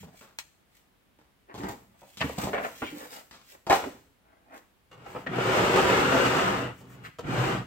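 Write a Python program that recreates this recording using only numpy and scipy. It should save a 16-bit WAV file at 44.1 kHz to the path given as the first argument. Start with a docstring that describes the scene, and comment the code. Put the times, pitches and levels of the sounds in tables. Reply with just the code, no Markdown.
"""Unboxing on a desk

In a small, bare room a paper booklet snaps and a cardboard box is pulled away, shuffled and dropped.
Then a hollow plastic tool case is gripped by its handle, dragged round with a long scrape, knocked and
pushed once more. Rubs and blows are showers of tiny slips that ring the panels; two microphones listen."""
import sys
import numpy as np
from scipy import signal
from scipy.fft import rfft, irfft, next_fast_len
from scipy.io import wavfile
from scipy.ndimage import map_coordinates

SR = 44100
rng = np.random.default_rng(int(sys.argv[2]) if len(sys.argv) > 2 else 0)


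def digitize_waveform(pressure):
    """Quantize a signal to 16-bit integers and store it at the path in sys.argv[1].

    Rows of a 2-D input are taken as channels; values are limited to [-1, 1].
    """
    field = np.atleast_2d(pressure).T
    bounded = np.clip(field, -1, 1)
    quanta = np.round(bounded * 32767).astype(np.int16)
    wavfile.write(sys.argv[1], SR, quanta)


N = 337806
TOP_HZ = 15850

# Spectra of cardboard and plastic shell. Each row: frequency in Hz, density in dB.
BOARD_SPECTRUM = [(35, -6.5), (90, -5.5), (150, -4.5), (300, -2.5), (750, -1), (1300, -5.5), (2400, -9.5),
                  (3600, -18.5), (7000, -26), (15000, -29)]
SHELL_SPECTRUM = [(35, -13.5), (80, -4.5), (130, 0.5), (400, -4), (900, -4.5), (1500, -5), (2200, -10),
                  (3100, -15), (3900, -21), (5500, -26), (15000, -31)]
# Their panel resonances. Each row: frequency in Hz, width in Hz, lift in dB.
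BOARD_MODES = [(125, 15, 6.5), (196, 39, 4.5), (281, 59, 6), (545, 77, 3.5), (668, 50, 3), (820, 55, 1.5),
               (1400, 120, 2), (1860, 300, 3)]
SHELL_MODES = [(125.5, 14.7, 8.8), (187, 12, 5.5), (273.5, 31, 6.5), (375, 45, 8.8), (470, 40, 5.5),
               (505, 35, 5.9), (658, 67, 3.6), (792, 34, 3.5), (950, 27, 2.6), (1284, 160, 4.6),
               (2836, 204, 5.7)]


def amp(db):
    """Decibels to gain."""
    return 10 ** (np.asarray(db) / 20)


def unit(x):
    """Scale to rms 1."""
    return x / np.sqrt(np.mean(x ** 2) + 1e-20)


def along(points, hz):
    """Interpolate (Hz, value) points on a log axis."""
    knots_hz, values = np.transpose(points)
    return np.interp(np.log(hz + 1), np.log(knots_hz + 1), values)


def wobble(knots_per_s):
    """Smooth random curve."""
    knots = rng.standard_normal(int(N * knots_per_s / SR) + 4)
    return map_coordinates(knots, [np.arange(N) * knots_per_s / SR])


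def add(track, start_s, sound):
    """Mix a sound into a track."""
    part = track[max(round(start_s * SR), 0):][:len(sound)]
    part += sound[:len(part)]


def colour(x, spectrum, modes=()):
    """Minimum-phase filter: a smooth spectrum lifted by ringing resonances."""
    n = x.shape[-1]
    size = 2 * next_fast_len(n // 2 + 4096)
    hz = np.fft.rfftfreq(size, 1 / SR)
    lift_db = sum(db / (1 + (2 * (hz - mode_hz) / width_hz) ** 2) for mode_hz, width_hz, db in modes)
    cepstrum = irfft(np.log(amp(along(spectrum, hz) + lift_db)))
    cepstrum[1:size // 2] *= 2
    cepstrum[size // 2 + 1:] = 0
    return irfft(rfft(x, size) * np.exp(rfft(cepstrum)))[..., :n]


def band(x, lo_hz, hi_hz, order=3):
    """Causal band-pass."""
    sos = signal.butter(order, [lo_hz, min(hi_hz, TOP_HZ)], "band", fs=SR, output="sos")
    return signal.sosfilt(sos, x)


def slips(per_s, scatter_db, size=N):
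    """Tiny slips of uneven strength at random times, at steady power."""
    strength = rng.standard_normal(size) * amp(scatter_db * rng.standard_normal(size))
    return unit(strength * (rng.random(size) < per_s / SR) / np.sqrt(per_s))


def strokes(rows, drop_db=21):
    """Gain of strokes, each drop_db down one rise before and one fall after its fastest moment."""
    t = np.arange(N) / SR
    return sum(amp(db - drop_db * ((t - peak_s) / np.where(t < peak_s, rise_s, fall_s)) ** 2)
               for peak_s, db, rise_s, fall_s in rows)


def blows(rows, spectrum, modes, trims_db, contact_db, slips_per_s):
    """Each blow is one sharp contact and a dying crumple of slips; harder blows end sooner."""
    # Thud, knock, clap and crack. Each row: low edge in Hz, high edge in Hz.
    bands = [(45, 400), (400, 1000), (1000, 3300), (3300, 16000)]
    # Each row: knock level in dB, crumple t60 in seconds.
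    crumple = [(-56.5, 0.39), (-33.5, 0.11), (-16.5, 0.086)]
    track, t = np.zeros(N), np.arange(SR // 3) / SR
    for start_s, db, thud_db, clap_db, crack_db in rows:
        t60_s = np.interp(db, *np.transpose(crumple))
        force = slips(slips_per_s, scatter_db=5.5, size=len(t)) * amp(-60 * t / t60_s)
        force /= np.linalg.norm(force) + 1e-9
        force[0] += amp(contact_db)
        ring = colour(force, spectrum, modes)
        for edges_hz, part_db, trim_db in zip(bands, (thud_db, 0, clap_db, crack_db), trims_db):
            part = band(ring, *edges_hz)
            add(track, start_s, amp(db + part_db + trim_db) * part / np.std(part[:SR // 50]))
    return track


def mic_pair(x, lead_s):
    """Sound reaches the left microphone lead_s before the right."""
    return np.array([x[np.clip(np.arange(N) + round(side * lead_s * SR / 2), 0, N - 1)]
                     for side in (1, -1)])


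def room(x, early_db, tail_db, early_t60_s, pan_db, lead_s):
    """Direct sound, a quick cluster of echoes from desk and wall, and the room's tail."""
    # Each row: frequency in Hz, t60 in seconds.
    tail_t60 = [(100, 1), (260, 0.41), (700, 0.35), (1800, 0.43), (5000, 0.51), (13000, 0.66)]
    # Echoes common to the microphones (mid) and differing (side). Each row: frequency in Hz, gain in dB.
    mid_colour = [(100, -2), (500, 1), (1500, 0.5)]
    side_colour = [(60, -18.5), (150, -28), (350, -11.5), (700, 0), (2000, -0.5), (12000, 1.5)]
    size, hop = SR * 5 // 8, SR // 8
    hz, t, _ = signal.stft(np.zeros(size), SR, nperseg=256)
    early = amp(-60 * t / early_t60_s) ** 2
    tail = amp(-60 * t / along(tail_t60, hz)[:, None]) ** 2
    power = amp(early_db) ** 2 * early / early.sum() + amp(tail_db) ** 2 * tail / tail.sum(1).mean()
    mid_side = amp([along(mid_colour, hz), along(side_colour, hz)])[:, :, None]
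    decay = mid_side * np.sqrt(power / (t[1] * SR))
    wet = np.zeros((2, N + 2 * hop))
    padded, fade = np.pad(x, (hop, 2 * hop)), signal.windows.cosine(2 * hop)
    for start in range(0, N + hop, hop):  # fresh echoes each hop, as things move
        piece = padded[start:start + 2 * hop] * fade
        if np.abs(piece).max() > 1e-5:
            noise = signal.stft(rng.standard_normal((2, size)), nperseg=256)[2]
            response = signal.istft(noise * decay, nperseg=256)[1]
            for track, echo in zip(wet, signal.fftconvolve(piece[None], response, axes=1)):
                add(track, start / SR, echo)
    mid, side = wet[:, hop - SR // 1000:][:, :N]
    pair = (mic_pair(x, lead_s) + [mid + side, mid - side]) / np.sqrt(1 + 2 * power.sum(1).mean())
    return pair * amp([[pan_db / 2], [-pan_db / 2]])


def air():
    """Faint steady room noise."""
    # Each row: frequency in Hz, density in dB.
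    spectrum = [(15, -20.5), (28, -8), (55, 5), (110, -1.5), (200, -2), (500, -8.5), (1300, -12.5),
                (3000, -16.5), (6000, -26), (15000, -25.5)]
    mid, side = colour(rng.standard_normal((2, N)), spectrum)
    side = colour(side, [(60, -6), (300, -3), (1000, -0.5)])
    return amp(-66.5) * unit(np.array([mid + side, mid - side]))


def paper_hiss():
    """Paper faces brush in dense, bright slips."""
    # Each row: peak time in seconds, level in dB, rise and fall in seconds.
    brushes = [(.02, -46, 0.14, 0.042), (.22, -49.5, 0.12, 0.062), (.78, -59, 0.11, 0.063),
               (1.58, -49, .05, 0.19), (1.705, -40.5, 0.041, 0.04), (2.07, -53, 0.15, 0.26),
               (2.29, -41.5, 0.12, 0.11), (2.42, -30.5, 0.055, 0.074), (2.65, -40.5, 0.073, 0.084),
               (2.82, -40.5, 0.13, 0.13), (3.01, -39.5, 0.088, 0.1), (3.12, -36.5, 0.029, 0.093),
               (3.515, -45.5, 0.086, 0.056), (3.75, -32.5, .05, 0.067), (4.56, -50, 0.052, 0.053)]
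    # Each row: frequency in Hz, density in dB.
    spectrum = [(500, -24.5), (2000, 6.5), (3200, 3.5), (5500, 0), (8000, 2), (15000, 5.5)]
    hiss = unit(colour(slips(9800, scatter_db=7), spectrum))
    return hiss * strokes(brushes) * amp(1.2 * wobble(30))


def box_bumps():
    """Blows ring the cardboard panels."""
    # Each row: start in seconds, knock in dB, then thud, clap and crack in dB over it, before trims.
    hits = [(0.03, -46.5, -16, -8.5, -13), (0.211, -52, -0.5, 1.5, -4), (0.235, -62, 2, -7, -10),
            (1.188, -58.5, -3, -6, -11), (1.542, -39, -0.5, -10, -9.5), (1.579, -42, 6, -10, -6.5),
            (1.635, -35, 7, -6, -13), (1.692, -36, -0.5, -19, -15), (2.018, -48, -9, -12.5, -25.5),
            (2.172, -54.5, 6.5, 7.5, 13), (2.206, -34.5, -4.5, -10, -8), (2.214, -28, -4, 3, -17.5),
            (2.242, -39, 13.5, -18, -27), (2.295, -32.5, -10, -27, -19.5), (2.381, -30.5, 3, -15, -11.5),
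            (2.437, -34, 7.5, -20, -4.5), (2.471, -27.5, -3, -31, -17), (2.532, -24.5, -16, -3.5, -23),
            (2.579, -34, -8, 2.5, -20.5), (2.82, -29, -2.5, -2, -28.5), (3.311, -53.5, -0.5, 6, 4),
            (3.667, -31.5, -5.5, -7, -11.5), (3.698, -16, -12, -11, -14), (3.705, -13, -20, -5.5, -20),
            (3.726, -18, -12.5, -3.5, -10.5), (3.747, -26, -13, -1, -13), (3.839, -32, -13, -5.5, -20),
            (3.94, -58, 5, -11, -12.5)]
    return blows(hits, BOARD_SPECTRUM, BOARD_MODES,
                 trims_db=(-1, -1, -1, 0), contact_db=-6, slips_per_s=3500)


def booms_and_rasps():
    """Narrow-band swells: low panel booms, a hand bump, higher rasps of cardboard edge, handle or thumb."""
    # Each row: peak time in seconds, level in dB, half length in seconds, centre and width in Hz.
    swells = [(0.06, -47, 0.047, 180, 68.5), (0.04, -51, 0.034, 75, 50), (2.215, -24.5, 0.0068, 2400, 1260),
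              (2.649, -36, 0.008, 2130, 900), (2.837, -32, 0.014, 348, 150),
              (2.866, -39, 0.027, 2610, 1190), (2.942, -40, 0.028, 298, 220), (3.709, -18.5, .01, 820, 200),
              (3.862, -35, 0.025, 357, 202), (5.273, -26.5, 0.0038, 1700, 687),
              (7.059, -38, 0.014, 1840, 1470)]
    track = np.zeros(N)
    for peak_s, db, half_s, hz, width_hz in swells:
        start_s = max(peak_s - .1, 0)
        t = start_s + np.arange(SR // 5) / SR
        swell = np.exp(-((t - peak_s) / half_s) ** 2 / 2)
        force = slips(3000, scatter_db=1.5, size=len(t))
        ring = swell * band(force, max(hz - width_hz / 2, 50), hz + width_hz / 2, order=2)
        add(track, start_s, amp(db) * ring * np.linalg.norm(swell) / np.linalg.norm(ring))
    return track


def board_rub():
    """Cardboard slides on cardboard; the slips ring its panels."""
    # Each row: peak time in seconds, level in dB, rise and fall in seconds.
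    slides = [(.14, -57, .03, .05), (.8, -77, 0.46, 0.36), (1.51, -43.5, .03, 0.032),
              (1.65, -36.5, 0.11, .13), (1.96, -63, 0.074, .1), (2.41, -33.5, 0.048, 0.17),
              (2.55, -27.5, 0.022, 0.083), (2.645, -30.5, 0.04, 0.051), (3.03, -40.5, .1, .06),
              (3.14, -43.5, 0.062, .11), (3.545, -53, 0.056, 0.04), (4.28, -61, .05, 0.26),
              (4.55, -45, .08, 0.062)]
    panels = colour(slips(2900, scatter_db=4.5), BOARD_SPECTRUM, BOARD_MODES)
    return unit(band(panels, 270, 2300, order=2)) * strokes(slides) * amp(0.5 * wobble(40))


def box():
    """The box's rub, hiss and bumps, plus the booms and rasps, in the room."""
    rub, hiss, bumps = board_rub(), paper_hiss(), box_bumps()
    handling = rub + booms_and_rasps()
    return (room(handling, early_db=-2, tail_db=-7, early_t60_s=.035, pan_db=.5, lead_s=.0004)
            + room(hiss, early_db=4, tail_db=-3, early_t60_s=.04, pan_db=0, lead_s=.0001)
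            + room(bumps, early_db=-4, tail_db=-5, early_t60_s=.06, pan_db=.5, lead_s=.0001))


def booklet():
    """A bent sheet flips over with a dry snap: one impulse and a brief flutter."""
    # Each row: start in seconds, energy in dB.
    snaps = [(0.291, -38), (0.309, -47), (0.387, -10.5), (0.3882, -3.5)]
    # Each row: frequency in Hz, density in dB.
    spectrum = [(100, -9), (500, -7.5), (1000, -1), (1900, 5.5), (3000, 2), (5000, -1.5), (7500, 0.5),
                (15000, -3.5)]
    track, t = np.zeros(N), np.arange(SR // 20) / SR
    for start_s, db in snaps:
        force = .05 * rng.standard_normal(len(t)) * amp(-60 * t / .015)
        force[0] = 1
        crack = colour(force, spectrum)
        add(track, start_s, amp(db) * crack / np.linalg.norm(crack))
    return room(track, early_db=-2.5, tail_db=-15.5, early_t60_s=.1, pan_db=1.5, lead_s=.0002)


def push_gains():
    """Each push of the case speeds up and slows; speed sets the gains of grind, judder and grit."""
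    # Each row: start, end, speed-up and slow-down in seconds, grind and judder in dB.
    pushes = [(4.892, 5.283, 0.34, 0.11, -42.5, -47), (5.247, 6.746, 0.39, 0.5, -20, -29.5),
              (6.778, 7.113, 0.18, 0.041, -53, -47.5), (7.211, 7.648, .24, .21, -25, -27)]
    grit_db, judder_knee = -13.5, 0.53
    t = np.arange(N) / SR
    ease = lambda u: np.sin(np.pi / 2 * np.clip(u, 0, 1))
    grind, judder, grit = np.zeros((3, N))
    for start_s, end_s, rise_s, fall_s, grind_db, judder_db in pushes:
        speed = ease((t - start_s) / rise_s) * ease((end_s - t) / fall_s)
        grind += amp(grind_db) * speed ** 1.2
        judder += amp(judder_db) * np.tanh(speed / judder_knee)
        grit += amp(grind_db + grit_db) * speed ** 1.6
    return grind, judder, grit


def foot_scrape(grind, judder, grit):
    """One foot sticks and slips on the desk, shaking the hollow shell; faster sliding is denser."""
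    fine = slips(1200 + 4000 * grind / grind.max(), scatter_db=.5) * amp(0.66 * wobble(70))
    hops = band(slips(70, scatter_db=.5), 27, 413, order=2)  # the foot jumps and thumps
    shell = colour(fine + amp(-3.5) * hops, SHELL_SPECTRUM, SHELL_MODES)
    dust = colour(slips(12000, scatter_db=5.5), SHELL_SPECTRUM)
    return (judder * unit(band(shell, 40, 230))
            + grind * unit(band(shell, 248, 3450))
            + grit * unit(band(dust, 3250, TOP_HZ)))


def case_knocks():
    """Blows on the case and its handle ring the shell."""
    # Each row: start in seconds, knock in dB, then thud, clap and crack in dB over it, before trims.
    hits = [(4.914, -46, -16, -0.5, -10), (5.061, -36.5, -4, -8, -24), (5.148, -29, 1, -11.5, -37),
            (5.162, -31.5, -6, -6, -35), (5.264, -28.5, 4, -3, -27), (5.383, -25, 11, -16, -29.5),
            (5.764, -13.5, -25, -5, -20), (5.783, -13, -2, -20, -28.5), (5.999, -24.5, -10, -4, -10),
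            (6.143, -19, 3, -22, -19), (6.249, -25, 10, 4, -8), (6.38, -28, 5, 5.5, -9),
            (6.808, -45, 8, -20, -13), (7.186, -29.5, 2.5, -6.5, -15)]
    return blows(hits, SHELL_SPECTRUM, SHELL_MODES,
                 trims_db=(-11.5, -5.5, -5, -2), contact_db=-12.5, slips_per_s=3000)


def fingers():
    """Skin brushes the shell in fine slips."""
    # Each row: peak time in seconds, level in dB, rise and fall in seconds.
    brushes = [(5.11, -52, 0.061, 0.21), (6.8, -52, 0.075, 0.039), (6.93, -51.5, 0.077, 0.051),
               (7.06, -49, .04, 0.041)]
    # Each row: frequency in Hz, density in dB.
    spectrum = [(500, -7), (2000, -2), (4000, -15), (8000, -10), (15000, -5.5)]
    return unit(colour(slips(9100, scatter_db=.5), spectrum)) * strokes(brushes)


def case():
    """The case drags unevenly, each foot from its own place, amid knocks and finger brushes."""
    # Each row: lead at the left microphone in seconds, left over right in dB.
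    feet = [(-.00025, 2), (.0001, 0.5), (.00035, 1)]
    surge = amp(0.7 * wobble(14))
    gains = [gain * surge for gain in push_gains()]
    scrape = sum(room(foot_scrape(*gains), early_db=.5, tail_db=-6.5, early_t60_s=.068,
                      pan_db=pan_db, lead_s=lead_s) for lead_s, pan_db in feet)
    hands = room(case_knocks() + fingers(), early_db=-1, tail_db=-8, early_t60_s=.046, pan_db=.5, lead_s=0)
    return scrape / np.sqrt(len(feet)) + hands


def scene():
    """Booklet, box and case as the two microphones colour them, over the quiet room."""
    # Common response and left-over-right tilt. Each row: frequency in Hz, gain in dB.
    mic_response = [(6000, -1), (8100, 0), (9300, -12), (12500, -7.5), (15500, -6.5)]
    tilt = [(60, 1.5), (130, -1.5), (300, -2.5), (600, 0), (1200, 0.4), (8000, 1.8), (13000, -1.5)]
    left, right = colour(booklet() + box() + case(), mic_response)
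    left = colour(left, [(hz, db / 2) for hz, db in tilt])
    right = colour(right, [(hz, -db / 2) for hz, db in tilt])
    return np.array([left, right]) + air()


def record(dry):
    """Brick-wall low-pass at TOP_HZ."""
    size = next_fast_len(N + SR // 2)
    passband = np.fft.rfftfreq(size, 1 / SR) < TOP_HZ
    return irfft(rfft(dry, size) * passband, size)[:, :N]


dry = scene()
out = record(dry)
digitize_waveform(out)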